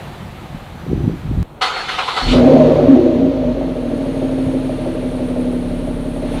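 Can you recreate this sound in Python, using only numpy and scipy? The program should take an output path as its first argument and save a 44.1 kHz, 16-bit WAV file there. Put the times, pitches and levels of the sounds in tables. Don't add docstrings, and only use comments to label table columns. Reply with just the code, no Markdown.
import sys
import numpy as np
from scipy import signal
from scipy.io import wavfile
from scipy.ndimage import uniform_filter1d, minimum_filter1d

SR = 44100
rng = np.random.default_rng(int(sys.argv[2]) if len(sys.argv) > 2 else 0)


def convert_level_to_amplitude(level_db):
    exponent = np.asarray(level_db, float) / 20
    return 10 ** exponent


def log_audio(samples):
    frames = np.atleast_2d(samples).T
    limited = np.clip(frames, -1, 1)
    pcm = np.round(limited * 32767).astype(np.int16)
    wavfile.write(sys.argv[1], SR, pcm)


N = 282240
T = np.arange(N) / SR

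CUT_S = 1.429
# f/Hz, level/dB
AIR_COLOUR = [(350, -5.5), (600, 0), (670, -1), (727, 2), (1040, -4.5), (1280, -4.5), (1440, -8),
              (1700, -8), (3990, -15.5), (5180, -25), (14700, -31), (16000, -44.5)]
# f/Hz, level/dB
DULL_AIR_COLOUR = [(30, 2), (150, -1), (390, -5), (800, -9), (1400, -15), (1700, -22), (3050, -24),
                   (4300, -28), (4800, -41), (7000, -38), (14800, -41), (16000, -48)]
DULL_AIR_DB = -38
AIR_START_DB, AIR_END_DB, AIR_SETTLE_S = -34.5, -38.5, 0.3

# middle t/s, half length t/s, strength level/dB, small eddies relative level/dB
GUSTS = [(0.052, 0.038, -36, -16), (0.233, 0.019, -33, -22), (.43, 0.019, -45, 4), (0.56, 0.011, -36, -18),
         (0.925, 0.06, -24, -8), (1.049, 0.09, -21, -3), (1.302, 0.083, -24, -18), (1.345, .02, -23, -22),
         (1.4, 0.028, -17.5, -22)]
# t/s, peak level/dB ahead of the microphone's bass cut and limiter, f/Hz
BUFFETS = [(0.549, -17.5, 170), (0.867, -16.5, 323), (0.916, -10.5, 300), (.932, -5, 312),
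           (0.978, -11, 199), (1.042, -9, 233), (1.079, -3, 214), (1.098, -10, 330), (1.314, -10, 240),
           (1.377, -11, 198), (4.471, -9.5, 123)]
BREEZE_DB, BREEZE_SMALL_DB = -36.5, -7
LARGE_EDDIES_DB, LARGE_SWING_DB = -6, -3.5

# middle t/s, half length t/s, level/dB, middle f/Hz, glide/(Hz per s)
WHINES = [(0.961, 0.24, -61, 5960, 99.6), (3.45, .3, -65.5, 6100, 380), (4.196, .5, -61, 6520, 396)]

# t/s, level/dB, t60/s, treble relative level/dB
GROANS = [(1.618, -12.5, 0.42, 6), (1.89, -18, 0.29, 0), (1.988, -15.5, 0.21, -3.5),
          (2.082, -17.5, 0.22, -4), (2.169, -17, 0.29, 0)]
# t/s, level/dB, treble relative level/dB
WHIRR = [(1.612, -35, -5), (1.7, -37, -6), (1.77, -23, 0.5), (1.87, -29.5, 6), (2.25, -27.5, 9.5),
         (2.33, -24, 11.5), (2.39, -28.5, 6), (2.5, -53.5, 10.5)]
# f/Hz, level/dB
GRIND_COLOUR = [(180, -59), (300, -20.5), (494, -7), (613, -15.5), (761, -1.5), (1130, -4), (1270, -0.5),
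                (1660, -9), (4080, -13.5), (5070, -25), (10500, -41.5), (14700, -60.5), (16000, -81)]
# f/Hz, width/Hz ahead of a 0.85 scaling, relative level/dB
HOUSING = [(530, 54, -8.5), (752, 14, -2.5), (994, 27, -6), (1269, 88, 4), (1392, 48, -3.5), (1485, 19, -5),
           (2014, 55, -10), (2130, 29, -8), (2630, 13, -17), (3050, 40, -24), (3032, 33, -7.5),
           (3470, 72, -10.5), (3990, 47, -12), (4340, 35, -9)]
TEETH_PER_S, HOUSING_WAVER_DB = 700, 3.5

# t/s, firings/(1 per s)
SPEED = [(2.25, 36.47), (2.4, 61.4), (2.5, 76.63), (2.6, 77.69), (2.72, 77.14), (2.85, 70.66), (3.0, 65.16),
         (3.45, 48.76), (3.6, 44.28), (3.8, 40.46), (4.0, 38.68), (4.25, 37.46), (4.5, 37.62), (4.8, 36.35),
         (5.5, 35.4), (5.9, 34.33), (6.4, 34.62)]
IDLE, FLARE = 35, 78
FIRST_FIRING = .2
# t/s, level/dB
THROTTLE = [(2.22, -4.5), (2.28, 3), (2.34, 15), (2.5, 16), (2.7, 13.5), (2.9, 11.5), (3.25, 7.5),
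            (3.8, 3.5), (4.05, 4.5), (4.8, 4), (5.9, 2.5), (6.15, 1), (6.4, 4)]
# crack relative level/dB, extra travel time through the manifold/ms
CYLINDERS = [(-4.5, .01), (2.5, .1), (.4, -.08), (-3.2, .02), (3.4, .1), (.6, -.08)]
# f/Hz, width/Hz of one resonator pass, level/dB ahead of sharpness and swells,
# opposition of the two banks 0-1 (negative where the other bank leads)
PIPE = [(34.2, 8.5, -8.5, -0.18), (49.2, 15.7, -4, 0.18), (81, 41, -16.5, 0.97), (110, 48, -11.5, 0.37),
        (150.6, 18.8, -7.5, 0.25), (174.7, 11.9, -4.5, 0.3), (237.9, 20.3, -4.5, 0), (248.5, 10.6, 5, 0.14),
        (262.8, 9.5, 4, 0.13), (276.6, 15, -0.9, -0.13), (318, 9.3, -5.5, 0.56), (329.7, 3.75, -1, 0.45),
        (367.6, 24, -8, 0.61), (437.4, 33.4, -12, -0.85), (481.6, 11.6, -7, -0.68),
        (529.8, 17.8, -8.5, 0.3), (583.2, 36, -7, 0.079), (599.8, 24.8, -5.5, 0.06),
        (625, 18.7, -7.5, 0.16), (715, 6.6, -22.5, 0.28), (761, 6.8, -19, 0.28), (896, 16, -30.5, 0.2)]
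SHARP_IDLE, SHARP_FLARE, SHARP_BEND = -1.4, 1.58, 0.19
CATCH_DULL, CATCH_S = -6, 2.32
# middle t/s, half length t/s, level/dB
DRONE_SWELLS = [(2.78, 0.13, -7), (2.93, .07, 11), (3.1, .04, 1), (3.25, 0.054, 6.5), (4.3, 0.89, 2.5),
                (5.5, 0.065, 3)]
DRONE_DB = -2
# middle t/s, half length t/s, level/dB
LIFT_OFF = (3.04, .25, 6.2)
WAVER_DB = 1.9
RASP_DB, RASP_HZ = -30, (695, 1150)

# f/Hz, level/dB
HISS_COLOUR = [(500, -9.5), (750, -2), (1100, -9), (1600, -12), (2500, -13.5), (4300, -17.5), (4900, -26.5),
               (6700, -28.5), (7400, -37), (11000, -38), (14800, -52), (16000, -59)]
HISS_ON_S, HISS_DB, HISS_FOLLOW = 2.34, -48, 1.253
# middle t/s, half length t/s, level/dB
HISS_SWELL = (6.4, 0.18, 5)
SETTLE_S, SETTLE_SPREAD_S, SETTLE_HISS_DB = 3.57, 0.28, 6
# f/Hz, width/Hz of one resonator pass, relative level/dB
SIZZLE = [(9320, 1900, -0.5), (9700, 2200, -8.5)]
SIZZLE_DB = -52
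# middle t/s, half length t/s, level/dB
SIZZLE_FLICK = (6.34, .025, 6)


def evened(x):
    return x / np.sqrt(np.mean(x ** 2) + 1e-20)


def columns(rows):
    s, *cols = np.transpose(rows)
    span = 1. * (T >= s[0]) * (T <= s[-1])
    return [np.interp(T, s, c) for c in cols] + [uniform_filter1d(span, size=100)]


def bump(s, half_s):
    return np.exp(-((T - s) / max(half_s, .005)) ** 2)


def band(x, lo_hz, hi_hz, order=3):
    return signal.sosfilt(signal.butter(order, [lo_hz, hi_hz], "band", fs=SR, output="sos"), x)


def resonate(x, hz, width, count=2):
    r = np.exp(-np.pi * width / SR)
    for _ in range(count):
        x = signal.lfilter([1 - r], [1, -r * np.exp(2j * np.pi * hz / SR)], x)
    return 2 * x.real


def smooth_twice(x, size):
    return uniform_filter1d(uniform_filter1d(x, size=size), size=size)


def mode_wavers(count, size):
    steps = rng.standard_normal((N // 256 + 1, count))
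    steps = evened(uniform_filter1d(steps, size=size, axis=0)).T
    return [np.interp(T, np.arange(len(w)) * 256 / SR, w) for w in steps]


def noise(spectrum, patchy_db):
    hz = np.fft.rfftfreq(1024, 1 / SR)
    f, db = np.transpose(spectrum)
    a, b, patches = rng.standard_normal((N // 256 + 5, 513, 3)).T
    patches = evened(uniform_filter1d(uniform_filter1d(patches, size=12, axis=0), size=8, axis=1))
    colour_db = np.interp(np.log(hz + 1), np.log(f + 1), db)[:, None]
    z = (a + 1j * b) * convert_level_to_amplitude(colour_db + patchy_db * patches)
    return evened(signal.istft(z, nperseg=1024, noverlap=768)[1][:N])


def air():
    level_db = AIR_END_DB + (AIR_START_DB - AIR_END_DB) * np.exp(-T / AIR_SETTLE_S)
    first = convert_level_to_amplitude(level_db) * noise(AIR_COLOUR, patchy_db=0.86)
    dull = convert_level_to_amplitude(DULL_AIR_DB) * noise(DULL_AIR_COLOUR, patchy_db=0.6)
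    return np.where(T < CUT_S, first, dull)


def wind():
    strength = convert_level_to_amplitude(BREEZE_DB) + sum(convert_level_to_amplitude(db) * bump(s, half) for s, half, db, _ in GUSTS)
    small = convert_level_to_amplitude(BREEZE_DB + BREEZE_SMALL_DB)
    small = small + sum(convert_level_to_amplitude(db + small_db) * bump(s, half) for s, half, db, small_db in GUSTS)
    white, lumps, swing = rng.standard_normal((3, N))
    swing = evened(smooth_twice(swing, 1500))
    large_eddies = evened(band(white, 27.5, 73)) * convert_level_to_amplitude(LARGE_EDDIES_DB + LARGE_SWING_DB * swing)
    middle_eddies = evened(band(white, 78, 180))
    small_eddies = evened(band(white, 212, 365))
    eddies = strength * (middle_eddies + large_eddies) + small * small_eddies
    lumps_db = 1.7 * evened(smooth_twice(lumps, 400))
    out = convert_level_to_amplitude(lumps_db) * eddies * (T < CUT_S)
    for s, db, hz in BUFFETS:
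        start = round(s * SR) - 600
        cycles = (T[start:][:1200] - s) * hz
        out[start:][:1200] += convert_level_to_amplitude(db) * np.cos(2 * np.pi * cycles) * np.exp(-(cycles / 0.55) ** 2)
    return out


def whines():
    out = np.zeros(N)
    for s, half, db, hz, glide in WHINES:
        level, bend = evened(uniform_filter1d(rng.standard_normal((2, N)), size=700))
        pitch = hz + glide * (T - s) + 35 * bend
        out += bump(s, half) * convert_level_to_amplitude(db + 3 * level) * np.sin(2 * np.pi * np.cumsum(pitch) / SR)
    return out


def starter():
    grind = noise(GRIND_COLOUR, patchy_db=2.0)
    size, draw = rng.standard_normal(N), rng.random(N)
    teeth = size * (draw < TEETH_PER_S / SR)
    ring = np.zeros(N)
    for (hz, width, db), waver in zip(HOUSING, mode_wavers(len(HOUSING), 14)):
        ring += convert_level_to_amplitude(db + HOUSING_WAVER_DB * waver) * evened(resonate(teeth, hz, 0.85 * width))
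    body = grind + convert_level_to_amplitude(-4.5) * evened(ring)
    treble = signal.sosfilt(signal.butter(2, 2500, "high", fs=SR, output="sos"), body)
    whirr_db, bright_db, on = columns(WHIRR)
    low, high = on * convert_level_to_amplitude(whirr_db), on * convert_level_to_amplitude(whirr_db + bright_db)
    for s, db, t60, shine_db in GROANS:
        age = np.maximum(T - s + 0.0098, 0)
        swell = convert_level_to_amplitude(db - 60 * age / t60) * (1 - np.exp(-(age / 0.01) ** 2))
        low, high = low + swell, high + swell * convert_level_to_amplitude(shine_db)
    return low * (body - treble) + high * treble


def effort():
    return np.clip((columns(SPEED)[0] - IDLE) / (FLARE - IDLE), 0, 1)


def exhaust():
    rate, _ = columns(SPEED)
    level_db, on = columns(THROTTLE)
    speed = effort()
    sharp_db = SHARP_IDLE + (SHARP_FLARE - SHARP_IDLE) * speed ** SHARP_BEND
    sharp_db += CATCH_DULL / (1 + np.exp((T - CATCH_S) / 0.0067))
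    drone_db = DRONE_DB + sum(db * bump(s, half) for s, half, db in DRONE_SWELLS)
    boom_db = LIFT_OFF[2] * bump(*LIFT_OFF[:2])

    firings = np.floor(np.cumsum(rate) / SR - FIRST_FIRING)
    at = np.flatnonzero(np.diff(firings))
    cylinder = firings[at + 1].astype(int) % 6
    crack_db, late_ms = np.array(CYLINDERS)[cylinder].T
    chance = rng.standard_normal((len(at), 3))
    late_ms = late_ms + .003 * rate[at] * chance[:, 0]
    late = np.minimum(at + np.round(late_ms * SR / 1000).astype(int), N - 1)
    push, crack, bank = np.zeros((3, N))
    push[at] = convert_level_to_amplitude(.6 * chance[:, 1]) / np.sqrt(rate[at])
    crack[late] = convert_level_to_amplitude(crack_db + .8 * chance[:, 2]) / np.sqrt(rate[at])
    bank[at] = bank[late] = (-1.) ** cylinder

    puff_envelope = signal.lfilter([1], [1, -np.exp(-1 / (0.014 * SR))], crack)
    puffs = evened(puff_envelope * rng.standard_normal(N))
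    rough = .18 + .65 * speed
    push, crack = evened(push), evened(crack)
    wavers = mode_wavers(len(PIPE), 10)
    lower_modes, upper_modes = np.zeros((2, N))
    for k, (hz, width, db, opposed) in enumerate(PIPE):
        angle = np.clip(opposed, -1, 1) * np.pi / 2
        banks = np.cos(angle) + np.sin(angle) * bank
        slow, upper = hz < 220, hz > 400
        drive = (push if slow else crack) * banks + (.5 if slow else 1) * rough * puffs
        mode_db = db + sharp_db * np.log2(hz / 260)
        if 220 < hz < 290:
            mode_db = mode_db + drone_db
        if 290 < hz < 400:
            mode_db = mode_db + boom_db
        if hz > 290:
            mode_db = mode_db + WAVER_DB * wavers[k]
        ring = resonate(drive, hz, width, count=1 if upper else 2)
        modes = upper_modes if upper else lower_modes
        modes += (-1) ** k * convert_level_to_amplitude(mode_db) * ring
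    rasp = convert_level_to_amplitude(RASP_DB) * speed * band(puffs, *RASP_HZ)
    return on * convert_level_to_amplitude(level_db) * (lower_modes + band(upper_modes, 375, 1030) + rasp)


def settled():
    return 1 / (1 + np.exp((SETTLE_S - T) / SETTLE_SPREAD_S))


def engine_hiss():
    hiss_db = HISS_DB + HISS_FOLLOW * columns(THROTTLE)[0] + SETTLE_HISS_DB * settled()
    hiss_db += HISS_SWELL[2] * bump(*HISS_SWELL[:2])
    fade_in = np.clip((T - HISS_ON_S) / 0.03, 0, 1)
    return fade_in * convert_level_to_amplitude(hiss_db) * noise(HISS_COLOUR, patchy_db=0.38)


def idle_sizzle():
    white, flicker = rng.standard_normal((2, N))
    sizzle = sum(convert_level_to_amplitude(db) * resonate(white, hz, width) for hz, width, db in SIZZLE)
    s, half, flick_db = SIZZLE_FLICK
    sizzle_db = SIZZLE_DB + flick_db * bump(s, half) + 0.98 * evened(uniform_filter1d(flicker, size=900))
    return settled() ** 2 * convert_level_to_amplitude(sizzle_db) * evened(sizzle)


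def scene():
    return (air() + wind() + whines() + starter() + exhaust() + engine_hiss() + idle_sizzle())[None]


def band_limit(x):
    return signal.sosfilt(signal.butter(12, 16110, fs=SR, output="sos"), x)


def record(dry):
    heard = signal.sosfilt(signal.butter(3, 24, "high", fs=SR, output="sos"), dry)
    limiter_gain = minimum_filter1d(1 / np.maximum(abs(heard) / 1.12, 1), size=121)
    held = heard * smooth_twice(limiter_gain, 61)
    finished = np.clip(held, -1, 1)
    return band_limit(finished)


dry = scene()
out = record(dry)
log_audio(out)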